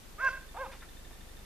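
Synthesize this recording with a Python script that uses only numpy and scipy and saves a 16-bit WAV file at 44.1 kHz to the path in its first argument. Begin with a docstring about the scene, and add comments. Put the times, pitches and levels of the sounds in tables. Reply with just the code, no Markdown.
"""Deer barking across a field

A deer gives two short, high barks, each arching up in pitch and back, hoarse at its edges: the throat
filters the harmonics of the vocal folds, and turbulent breath excites its resonances. The edge of the
wood answers with echoes, and a few soft rustles follow. Close by, a camera's drive throbs and ticks
faintly over quiet outdoor air, hiss and rumble."""
import sys
import numpy as np
from scipy import signal
from scipy.fft import rfft, irfft, next_fast_len
from scipy.io import wavfile
from scipy.ndimage import map_coordinates

SR = 44100
rng = np.random.default_rng(int(sys.argv[2]) if len(sys.argv) > 2 else 0)


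def master_out(mix):
    """Clip the mix to full scale and print it as 16-bit PCM to the path in sys.argv[1]."""
    frames = np.transpose(np.atleast_2d(mix))
    ceiling = np.clip(frames, -1, 1)
    pcm = np.round(ceiling * 32767).astype(np.int16)
    wavfile.write(sys.argv[1], SR, pcm)


N = 63945
TOP_HZ = 14250  # upper band limit


def amp(db):
    """Decibels to amplitude ratio."""
    return 10 ** (np.asarray(db) / 20)


def unit(x):
    """Normalise to rms 1."""
    return x / np.sqrt(np.mean(x ** 2) + 1e-20)


def along(points, hz):
    """Interpolate (frequency [Hz], value) points on a logarithmic frequency axis."""
    f, v = np.transpose(points)
    return np.interp(np.log(hz + 1), np.log(f + 1), v)


def clock():
    """Time [s] at each sample."""
    return np.arange(N) / SR


def wobble(rate):
    """Smooth random modulation: a spline through `rate` Gaussian knots a second."""
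    return map_coordinates(rng.standard_normal(N), [clock() * rate])


def filtered(x, response):
    """Linear filtering: the spectrum of x times a frequency response."""
    m = next_fast_len(N + SR // 2)
    return irfft(rfft(x, m) * response(np.fft.rfftfreq(m, 1 / SR)), m)[..., :N]


def strike(start, attack, t60):
    """Envelope of a damped transient: a rise, then exponential decay by 60 dB in t60 seconds."""
    t = np.maximum(clock() - start, 0)
    return (1 - np.exp(-t / attack)) * np.exp(-np.log(1000) * t / t60)


def outdoor_air(level_db=-54, low_cut_hz=53.7):
    """Partly coherent noise: air and hiss widen toward the treble as left-right correlation falls."""
    # noise spectrum: (frequency [Hz], relative spectral density [dB])
    spectrum = [(53, -9), (90, 0), (487, -7.5), (530, -8.5), (577, -10), (958, -12.5), (1130, -13),
                (1730, -14.5), (3130, -16.5), (3620, -16), (4030, -17.5), (14000, -22)]
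    # likeness of left and right: (frequency [Hz], correlation [0-1])
    coherence = [(60, 0), (150, 0.61), (400, 0.36), (1200, 0.14), (4000, 0.08), (12000, 0)]

    def mid_side_response(f):
        angle = np.arccos(along(coherence, f)) / 2
        colour = amp(along(spectrum, f)) * f / np.hypot(f, low_cut_hz) * (f < TOP_HZ)
        return colour * np.array([np.cos(angle), np.sin(angle)])

    mid, side = filtered(rng.standard_normal((2, N)), mid_side_response)
    return amp(level_db) * unit(np.array([mid + side, mid - side]))


def rumble(level_db=-59.5, edge_hz=44.6):
    """Incoherent low-frequency noise: a faint rumble, independent in each channel."""
    noise = rng.standard_normal((2, N))
    return amp(level_db) * unit(filtered(noise, lambda f: f / (1 + (f / edge_hz) ** 4)))


def drive_throb(first_s=.035, period_s=.03995, full_from_s=.13, width_s=.0037):
    """A pulse train: the camera's drive beats in smooth Gaussian pulses, heard as a low throb."""
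    t = clock()
    pulses = np.zeros(N)
    for beat in np.arange(first_s, t[-1], period_s):
        db = -40.5 - 6 * (beat < full_from_s) + rng.normal(0, 1)  # the first beats are weaker
        centre = beat + rng.normal(0, .0015)
        pulses -= amp(db) * np.exp(-.5 * ((t - centre) / width_s) ** 2)
    return filtered(pulses, lambda f: f ** 2 / (f ** 2 + 10 ** 2))  # 10 Hz high-pass


def bark(contour, throat, rasp, ending, voice_db, rasp_db, rasp_follows, puff_depth):
    """Source and filter: the throat shapes vocal-fold harmonics and breath puffed out once a cycle."""
    clear_hz, hoarse_db_per_octave = 516, 16.5  # the lower the pitch, the hoarser the voice
    jitter, shimmer_db, knots_per_s = .00427, .65, 260  # pitch and level scatter at the clear pitch
    edge_s, ring_rise_s, flutter_hz, flutter_grow_s = .0055, .0045, 76.6, .018
    dispersion_rad = .675  # the throat delays each harmonic more than the last
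    t = clock()
    times, *columns = np.transpose(contour)
    pitch, level, tilt, breath_db = [np.interp(t, times, column) for column in columns]
    ending_s, ring_hz, ring_width, ring_db, flutter_depth = ending
    late = t - ending_s
    outside_s = np.maximum(np.maximum(times[0] - t, t - times[-1]), 0)
    gate = np.exp(-(outside_s / edge_s) ** 2)
    hoarse = amp(hoarse_db_per_octave * np.log2(clear_hz / pitch))
    phase = 2 * np.pi * np.cumsum(pitch * (1 + jitter * hoarse * wobble(knots_per_s))) / SR

    k = np.arange(1, 15)[:, None]  # harmonic numbers
    ring_onset = .5 * (1 + np.tanh(late / ring_rise_s))
    ring = ring_db * np.exp(-((k * pitch - ring_hz) / ring_width) ** 2) * ring_onset
    gains = amp(along(throat, k * pitch) + tilt * np.log2(k) + ring)
    gains /= np.sqrt(np.sum(gains ** 2, 0) / 2)  # unit total power
    voice = np.sum(gains * np.cos(k * phase - dispersion_rad * k ** 2), 0)
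    flutter_onset = np.clip(late / flutter_grow_s, 0, 1) ** 2
    voice *= 1 - flutter_depth * flutter_onset * np.sin(2 * np.pi * flutter_hz * late)
    voice *= amp(level + voice_db + shimmer_db * hoarse * wobble(knots_per_s))

    puffs = rng.standard_normal(N) * (1 + puff_depth * np.cos(phase))
    breath = filtered(puffs, lambda f: sum(amp(db) / (1 + ((f - hz) / w) ** 2) for hz, w, db in rasp))
    peak_db = level.max()
    breath_gain = hoarse * amp(peak_db + rasp_db + breath_db + rasp_follows * (level - peak_db))
    return gate * (voice + gate * breath_gain * unit(breath))


def open_mouth_bark():
    """Formants of a wide-open mouth: the first bark is strongest near 1300 Hz."""
    # course of the call: (time [s], pitch [Hz], level [dB], tilt [dB/octave], breath offset [dB])
    contour = [(0.187, 395.3, -46, -15, -9), (0.203, 476.4, -38.5, -6, 2), (0.219, 521.4, -34.5, 1.5, 3),
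               (0.249, 535.7, -26.5, -3.5, 3), (0.275, 526.6, -24, 5, 2), (0.289, 492.5, -29.5, -3.5, 5.5)]
    # vocal-tract response: (frequency [Hz], relative gain [dB])
    throat = [(350, -40), (540, -20), (800, -28), (1070, -4), (1300, 9), (1580, 1), (1850, -3.5),
              (2130, -25.5), (2500, -32.5), (2690, -23), (3000, -44), (5500, -50), (9000, -81)]
    # resonances excited by breath: (frequency [Hz], half width [Hz], relative gain [dB])
    rasp = [(635.5, 32, 3.5), (1180, 52, -2), (1576, 120, 5), (2130, 120, -3), (2600, 160, -7),
            (3400, 180, -23), (5940, 2200, -23.5)]
    # closing resonance and flutter: (onset [s], frequency [Hz], width [Hz], boost [dB], depth [0-1])
    ending = (.264, 2500, 190, 7.7, 0.3)
    return bark(contour, throat, rasp, ending,
                voice_db=-.5, rasp_db=-20.5, rasp_follows=.41, puff_depth=.25)


def half_open_bark():
    """A narrower opening lowers the formants: the second, softer bark has its main one near 680 Hz."""
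    # course of the call: (time [s], pitch [Hz], level [dB], tilt [dB/octave], breath offset [dB])
    contour = [(0.547, 323.6, -55, 0.0, 0.0), (0.559, 368.6, -46.5, 0.0, 0.0),
               (0.571, 400.6, -41, 0.0, 0.024), (0.589, 511.4, -42.5, 0.0, 0.0),
               (0.615, 545, -35.5, 0.0, 0.0), (0.639, 507.8, -39.5, 0.0, 0.0),
               (0.661, 422, -45, 0.0, 0.029), (0.667, 403.5, -42, 0.0, 0.0)]
    # vocal-tract response: (frequency [Hz], relative gain [dB])
    throat = [(400, -31), (490, -4), (540, -2.5), (680, 17), (840, -0.5), (970, 4.5), (1070, -5),
              (1230, -3.5), (1380, -11), (1600, -4), (1850, -33), (2150, -17), (2400, -18), (2650, -23.5),
              (3200, -33), (7000, -52)]
    # resonances excited by breath: (frequency [Hz], half width [Hz], relative gain [dB])
    rasp = [(580, 70, -10), (850, 100, 10.5), (1200, 66, 2), (1560, 130, -1), (2506, 380, -11)]
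    # closing resonance and flutter: (onset [s], frequency [Hz], width [Hz], boost [dB], depth [0-1])
    ending = (.646, 1150, 110, 8.1, 0.12)
    return bark(contour, throat, rasp, ending,
                voice_db=0, rasp_db=-15.5, rasp_follows=.47, puff_depth=.27)


def field(call, tail_rise_s=.0087, left_lag_s=.00005):
    """Reflection and scattering: the direct call, echoes from the wood's edge, a tail from its trunks."""
    # echoes from the trees: (delay [s], gain [dB], low cutoff [Hz])
    reflections = [(0.019, -19, 1800), (.056, -43, 1500), (.086, -15.5, 101), (.106, -22, 1300)]
    # the grass takes the midrange out of the long path: (frequency [Hz], gain [dB])
    ground_effect = [(520, 2.5), (800, 3), (1070, -8.5), (1550, -1.5), (3000, 3.5)]
    # reverberation of the wood: (frequency [Hz], time to fall 60 dB [s])
    wood_t60 = [(300, 0.34), (1500, 0.45), (3000, 0.34), (8000, 0.18)]
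    # the trunks scatter the treble most: (frequency [Hz], gain [dB])
    scattering = [(500, -14), (1100, -16), (1600, -18), (2200, -8), (5500, 4)]
    # stereo balance of the call: (frequency [Hz], left minus right [dB])
    balance = [(500, 1.5), (1100, -3.5), (1600, -3), (2600, 0), (5000, -1.5)]
    sides = np.array([[.5], [-.5]])

    def echo_response(f):
        paths = sum(amp(db) * f ** 2 / (f ** 2 + low_hz ** 2) * np.exp(-2j * np.pi * f * delay)
                    for delay, db, low_hz in reflections)
        return amp(along(ground_effect, f)) * paths

    def stereo_response(f):
        return amp(sides * along(balance, f)) * np.exp(-2j * np.pi * f * sides * left_lag_s)

    hz, t, noise = signal.stft(rng.standard_normal(SR // 2), SR, nperseg=256)
    decay = np.exp(-np.log(1000) * t / along(wood_t60, hz)[:, None])
    rise = 1 - np.exp(-t / tail_rise_s)
    tail = signal.istft(noise * decay * rise, SR, nperseg=256)[1]
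    reverberation = signal.fftconvolve(call, tail / np.linalg.norm(tail))[:N]
    scattered = filtered(reverberation, lambda f: amp(along(scattering, f)))
    return filtered(call + filtered(call, echo_response) + scattered, stereo_response)


def rustles():
    """Damped bursts of band-limited noise: soft rustles and a low bump."""
    # noise bursts: (time [s], gain [dB], attack [s], t60 [s], centre [Hz], width [octaves])
    bursts = [(.247, -41, 0.0007, 0.013, 3950, 1.2), (0.714, -47.5, 0.0027, 0.24, 1650, 1.4),
              (0.819, -45, 0.0041, 0.12, 1420, 0.87), (1.105, -42.5, 0.0041, 0.062, 197, 2.03)]
    out = np.zeros(N)
    for start, db, attack, t60, hz, octaves in bursts:
        noise = rng.standard_normal(N)
        band = filtered(noise, lambda f: 1 / (1 + (np.log2((f + 1) / hz) / octaves) ** 2) ** 2)
        out += amp(db) * unit(band) * strike(start, attack, t60)
    return out


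def drive_ticks(first_s=.328, period_s=.08, attack_s=.0018, t60_s=.045):
    """Damped modes: the camera's drive rings with a small double tick at about half the throb's rate."""
    # ringing modes of the drive: (frequency [Hz], gain [dB])
    modes = [(1785, -50.5), (3600, -50)]
    second_stroke_s, second_stroke_db = .023, -6.5
    rattle_rad, knots_per_s = .67, 240  # random phase modulation roughens the ring
    t = clock()
    out = np.zeros((2, N))
    for start in np.arange(first_s, t[-1], period_s):
        envelope = strike(start, attack_s, t60_s)
        envelope += amp(second_stroke_db) * strike(start + second_stroke_s, attack_s, t60_s)
        for hz, db in modes:
            rattle = rattle_rad * np.array([wobble(knots_per_s), wobble(knots_per_s)])
            gain = amp(db + 2 * rng.standard_normal((2, 1)))
            out += envelope * gain * np.sin(2 * np.pi * hz * (t - start) + rattle)
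    return out


def scene():
    """Superposition: both barks carried across the field, added to the near sounds."""
    barks = field(open_mouth_bark() + half_open_bark())
    return barks + outdoor_air() + rumble() + rustles() + drive_throb() + drive_ticks()


def record(dry):
    """An ideal low-pass filter: the camera passes nothing above its band limit."""
    return filtered(dry, lambda hz: hz < TOP_HZ)


dry = scene()
out = record(dry)
master_out(out)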